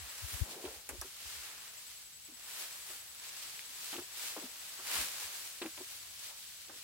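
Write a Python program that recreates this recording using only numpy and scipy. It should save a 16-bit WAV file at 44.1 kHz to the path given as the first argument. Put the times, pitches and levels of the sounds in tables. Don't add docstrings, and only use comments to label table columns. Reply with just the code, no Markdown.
import sys
import numpy as np
from scipy import signal
from scipy.fft import rfft, irfft
from scipy.io import wavfile
from scipy.ndimage import uniform_filter1d

SR = 44100
rng = np.random.default_rng(int(sys.argv[2]) if len(sys.argv) > 2 else 0)


def store_wav(level_fs):
    pcm = np.round(np.clip(np.atleast_2d(level_fs), -1, 1) * 32767)
    wavfile.write(sys.argv[1], SR, pcm.T.astype(np.int16))


N = 301203
TIME = np.arange(N) / SR
FREQ = np.maximum(np.arange(N // 2 + 1) * SR / N, 1)


def undb(db):
    return 10 ** (np.asarray(db) / 20)


def unit(x):
    return x / np.sqrt(np.mean(x ** 2))


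def wander(shape, samples):
    return unit(uniform_filter1d(rng.standard_normal(shape), size=samples))


def colour(points):
    hz, db = np.transpose(points)
    return undb(np.interp(np.log(FREQ), np.log(hz), db))


def pan(left_db):
    return undb(np.array([[left_db], [-left_db]]) / 2)


def at_ports(pair, hz, alike_hz):
    mid, side = pair
    alike = 1 / (1 + (hz / alike_hz) ** 2)
    return mid * np.sqrt(1 + alike) + np.array([[1], [-1]]) * side * np.sqrt(1 - alike)


def band_noise(hz, width_hz, alike_hz, size):
    low = np.sqrt(hz ** 2 + (width_hz / 2) ** 2) - width_hz / 2
    edges = [low, min(low + width_hz, SR / 2 - 1000)]
    band = signal.butter(2, edges, "band", fs=SR, output="sos")
    settled = signal.sosfilt(band, rng.standard_normal((2, 2 * size)))[:, size:]
    return unit(at_ports(settled, hz, alike_hz))


def add(out, s, sound):
    start = max(int(s * SR), 0)
    out[:, start:start + sound.shape[-1]] += sound[..., :N - start]


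# (f/Hz, relative level/dB)
PLAIN_SPECTRUM = [(25, -16), (45, -10.5), (72, -5), (110, -10.5), (180, -13), (350, -23.5), (800, -23.5),
                  (2000, -35)]
def rumble(level_db=-72, draught_db=-1):
    field = at_ports(rfft(rng.standard_normal((2, N))), FREQ, alike_hz=700)
    air = irfft(field * colour(PLAIN_SPECTRUM), N)
    draught = irfft(rfft(rng.standard_normal((2, N))) * colour(PLAIN_SPECTRUM), N)
    return unit(unit(air) + undb(draught_db) * unit(draught)) * undb(level_db)


# (first pulse t/s, pulse rate/Hz, f/Hz)
CRICKET_VOICES = [(0.005, 10.66, 7913), (0.104, 11.31, 7672)]
# (t/s, near relative level/dB, far relative level/dB)
CRICKET_LEVELS = [(0, -59, -56), (.7, -81, -62), (1.2, -69, -64), (1.8, -59.5, -58), (2.3, -56.5, -63),
                  (3.4, -56.5, -65), (4.6, -56.5, -69), (6.8, -62, -64)]
def crickets(pulse_s=0.015, droop_hz_per_s=1400, waver_hz=9, gain_db=-1):
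    out = 0
    times, *levels = np.transpose(CRICKET_LEVELS)
    for (first, rate, hz), db in zip(CRICKET_VOICES, levels):
        age = (((TIME - first) * rate + .5) % 1 - .5) / rate
        waver, flutter_db = wander((2, N), samples=700)
        phase = 2 * np.pi * np.cumsum(hz - droop_hz_per_s * age + waver_hz * waver) / SR
        gain = undb(np.interp(TIME, times, db) + gain_db + flutter_db)
        out = out + np.sin(phase) * np.exp(-(age / pulse_s) ** 2) * gain
    return out * pan(left_db=18.8)


# (crest t/s, level/dB, f/Hz, half length/s, left minus right/dB)
HAND_BUMPS = [(0.031, -52.5, 78, 0.024, -12), (0.248, -44.5, 81, 0.0086, 20), (0.35, -47, 75, 0.0073, 27),
              (0.423, -32.5, 74.5, 0.0039, 28.5), (0.682, -53, 72, 0.016, -6),
              (0.78, -60, 64.4, 0.013, -12), (0.94, -53, 60, 0.017, 14), (1, -51, 67, 0.0069, -26),
              (1.035, -56, 65, 0.012, -7), (1.272, -58, 65.5, 0.01, 19), (1.39, -63.5, 67.5, 0.033, -19),
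              (5.005, -48, 59.7, 0.015, 0), (5.259, -59, 76, 0.009, -2)]
def hand_bumps(sag=0.25):
    out, t = np.zeros((2, N)), TIME[:SR // 4]
    for s, db, hz, half_s, left_db in HAND_BUMPS:
        start = max(s - t[-1] / 2, 0)
        age = t + start - s
        phase = 2 * np.pi * hz * age * (1 - sag * np.tanh(age / (2 * half_s)))
        add(out, start, np.sin(phase) / np.cosh(age / half_s) * undb(db) * pan(left_db))
    return out


# (crest t/s, level/dB, f/Hz, half length/s)
CLOSE_SCUFFS = [(0.446, -62.5, 218, 0.13), (0.498, -58.5, 790, 0.13), (0.582, -55, 456, 0.12),
                (0.681, -58, 530, 0.12), (0.929, -54.5, 330, .035), (3.701, -70, 173, .017),
                (4.0, -67, 101, 0.044), (4.408, -61, 515, 0.094), (4.953, -46, 2300, 0.057),
                (4.999, -58, 222, 0.057), (5.649, -55.5, 580, .033), (5.954, -71.5, 70, 0.33),
                (6.32, -63, 814, 0.066), (6.733, -65.5, 374, 0.052)]
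def scuffs():
    out, t = np.zeros((2, N)), TIME[:SR]
    for s, db, hz, half_s in CLOSE_SCUFFS:
        start = max(s - t[-1] / 2, 0)
        rub = band_noise(hz, width_hz=0.93 * hz, alike_hz=1160, size=len(t))
        swell = np.exp(-((t + start - s) / half_s) ** 2)
        add(out, start, rub * swell * undb(db))
    return out


# (multiple of its pitch, relative level/dB, multiple of its t60)
HOLLOW_MODES = [(1, 3, 1.37), (.78, -4, 1.22), (1.2, -4.5, 0.9), (1.62, -9, 1.18), (2.4, -5.5, 0.46)]
# (t/s, ring relative level/dB, ring f/Hz, slap level/dB, slap f/Hz)
CLOSE_KNOCKS = [(0.640, -34, 370, -50, 850), (0.654, -41, 400, -48, 900), (0.673, -43, 433, -48, 850),
                (0.89, -51, 280, -43, 895), (0.943, -50.5, 350, -56, 600), (1.014, -52, 357, -42.5, 930),
                (1.045, -47, 380, -62, 620), (2.285, -52, 305, -63, 400), (2.32, -54.5, 247, -97, 400),
                (2.899, -61, 340, -51, 600), (3.927, -45, 296, -40, 1000), (3.950, -40.5, 344, -48, 950),
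                (3.980, -35.5, 349, -43, 1090), (4.012, -51, 400, -58, 600), (4.361, -45, 510, -39, 850),
                (4.373, -41, 311, -45.5, 560), (4.421, -46, 352, -49, 620), (4.438, -40.5, 257, -60, 556),
                (4.79, -54, 357, -47.5, 850), (5.615, -33.5, 365, -40, 1000), (5.635, -39, 324, -46, 1400),
                (5.653, -34, 317, -46, 1090), (5.776, -53, 323, -48, 740), (5.803, -41, 373, -53, 584),
                (6.693, -52, 311, -48, 1020), (6.732, -62, 360, -56, 1500)]
def knocks(attack_s=0.0044, t60_s=0.056, gain_db=1, lowest_hz=190):
    out, t = np.zeros((2, N)), TIME[:SR // 4]
    for s, db, hz, _, _ in CLOSE_KNOCKS:
        ring = 0
        for ratio, mode_db, t60_ratio in HOLLOW_MODES:
            detune = 1 + 0.019 * rng.standard_normal()
            fade = undb(mode_db - 60 * t / (t60_s * t60_ratio))
            ring = ring + fade * np.sin(2 * np.pi * hz * ratio * detune * t)
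        add(out, s, ring * (1 - np.exp(-t / attack_s)) * undb(db + gain_db))
    return signal.sosfilt(signal.butter(3, lowest_hz, "high", fs=SR, output="sos"), out)


def slaps(attack_s=0.0041, t60_s=0.099):
    out, t = np.zeros((2, N)), TIME[:SR // 5]
    for s, _, _, db, hz in CLOSE_KNOCKS:
        burst = band_noise(hz, width_hz=1.16 * hz, alike_hz=2800, size=len(t))
        add(out, s, burst * (1 - np.exp(-t / attack_s)) * undb(db - 60 * t / t60_s))
    return out


# (t/s, tail level/dB, f/Hz, t60/s, click relative level/dB)
CLOSE_CRACKS = [(0.652, -47, 3040, 0.11, -12), (0.891, -40.5, 8950, 0.095, 10.5),
                (0.891, -47, 2000, 0.13, -6), (1.0138, -39, 7700, .05, 8), (2.903, -55, 2500, .07, -10),
                (3.5932, -43, 2400, 0.022, 0), (3.927, -43.5, 2800, 0.14, -10), (3.966, -41, 2500, .014, 2),
                (5.058, -40, 8000, .014, 0), (5.22, -46, 970, .03, -10), (5.618, -38.5, 2900, 0.081, -11),
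                (5.662, -46, 2310, 0.033, 7), (5.776, -43, 2760, 0.024, -3)]
def cracks(click_t60_s=0.0029, tail_spread_db=1.5):
    out, t = np.zeros((2, N)), TIME[:SR // 5]
    for s, db, hz, t60_s, click_db in CLOSE_CRACKS:
        click = undb(click_db - 60 * t / click_t60_s)
        tail = undb(tail_spread_db * wander(len(t), samples=60) - 60 * t / t60_s)
        crack = band_noise(hz, width_hz=0.69 * hz, alike_hz=2800, size=len(t))
        add(out, s, crack * (click + tail) * undb(db))
    return out


# (crest t/s, leaf level/dB, half length/s, tips relative level/dB, stems relative level/dB)
ELEPHANT_PULLS = [(0.035, -54.5, 0.37, -2, -4), (0.337, -51.5, 0.16, 1.5, -5),
                  (0.515, -51.5, .035, -5, -18), (0.686, -56, 0.15, -1.5, -6.5),
                  (1.03, -57, 0.17, -1.5, -7.5), (1.315, -51.5, 0.18, -3.3, -8.5),
                  (1.546, -56, 0.25, -2, -3), (1.88, -57.5, 0.31, -1, -10.5), (2.59, -51, 0.19, -0.3, -5.5),
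                  (2.917, -54.5, 0.22, 1.5, -5.5), (3.26, -54.5, 0.095, -2.5, -6.5),
                  (3.39, -53, 0.17, -3.5, -7.5), (3.563, -53, 0.15, -2, -8), (3.871, -49.5, 0.18, -1, -8),
                  (4.243, -47.5, 0.13, -1.5, -7), (4.43, -54.5, 0.15, -2, -9),
                  (4.77, -53.5, 0.38, -1, -6.5), (4.95, -44, 0.088, -1.5, -4.5),
                  (5, -44.5, 0.064, 0.5, -4.5), (5.17, -50, 0.34, -1.5, -6), (5.426, -54, 0.22, 0.5, -9),
                  (5.86, -54.7, 0.39, -1, -9), (6.254, -52.5, 0.077, -2.5, -9.5),
                  (6.453, -56, 0.34, -2, -12.5), (6.8, -56.5, 0.23, -4, -10)]
def pulls(stir_db=-61.5, roundness=1.49, catch_db=0.7, catch_s=0.07):
    power = undb(stir_db + np.array([[0], [-1], [-12.5]])) ** 2
    for s, db, half_s, tips_db, stems_db in ELEPHANT_PULLS:
        swell = np.exp(-np.abs((TIME - s) / half_s) ** roundness)
        power = power + (undb(db + np.array([[0], [tips_db], [stems_db]])) * swell) ** 2
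    return 10 * np.log10(power) + catch_db * wander(N, samples=int(catch_s * SR))


def blades(vigour, ticks_per_s=240, spread_db=3.6, crackle_db=-10, tick_s=0.0016):
    struck = rng.random(N) < ticks_per_s * vigour / SR
    ticks = struck * undb(spread_db * np.minimum(rng.exponential(size=N), 4))
    power = signal.lfilter([1], [1, -np.exp(-1 / (tick_s * SR))], ticks ** 2)
    return rng.standard_normal((2, N)) * np.sqrt(1 + undb(crackle_db) ** 2 * power / power.mean())


# (f/Hz, relative level/dB)
RUSTLE_SPECTRUM = [(150, -10.5), (350, -8.5), (600, -7), (1000, -3), (1700, 0.5), (2900, 2.5), (3600, 2.5),
                   (4400, 3), (6300, 0), (7400, -0.5), (9500, -3), (11300, -6), (13500, -6.5), (15500, -7)]
def grass(lowest_hz=320, stems_below_hz=2300, tips_above_hz=7700):
    leaf_db, tip_db, stem_db = pulls()
    contacts = blades(vigour=np.sqrt(unit(undb(leaf_db))))
    spectrum = at_ports(rfft(contacts), FREQ, alike_hz=1200) * colour(RUSTLE_SPECTRUM)
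    spectrum /= np.sqrt(1 + (lowest_hz / FREQ) ** 4)
    stems = 1 / (1 + (FREQ / stems_below_hz) ** 5)
    tips = 1 / (1 + (tips_above_hz / FREQ) ** 6)
    layers = [(stems, stem_db - 0.4, 900, 2000),
              (1 - stems - tips, leaf_db - 0.1, 2500, 7000),
              (tips, tip_db + 0.25, 8500, 15500)]
    out = 0
    for share, db, low_hz, high_hz in layers:
        core = (FREQ > low_hz) & (FREQ < high_hz)
        core_rms = np.std(irfft(spectrum.mean(axis=0) * core, N))
        out = out + irfft(spectrum * share, N) / core_rms * undb(db)
    return out


def scene(lag_samples=3):
    left, right = grass() + cracks() + slaps() + scuffs()
    late_left = np.pad(left, (lag_samples, 0))[:N]
    return np.array([late_left, right]) + knocks() + hand_bumps() + crickets() + rumble()


# (f/Hz, left minus right level/dB)
PORT_BALANCE = [(250, .5), (650, 4), (1100, 0.5), (1800, -1.8), (2600, 2), (3500, 0), (4400, 1.9),
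                (6500, -.6), (7500, -1.5), (9000, 4.5), (11000, 1), (15000, 1.5)]
def record(dry, bass_cut_hz=49, top_hz=15850):
    lean = np.sqrt(colour(PORT_BALANCE))
    bass_cut = 1 / np.sqrt(1 + (bass_cut_hz / FREQ) ** 8)
    heard = irfft(rfft(dry) * np.array([lean, 1 / lean]) * bass_cut, N)
    return signal.sosfilt(signal.ellip(10, .1, 70, top_hz, fs=SR, output="sos"), heard)


dry = scene()
out = record(dry)
store_wav(out)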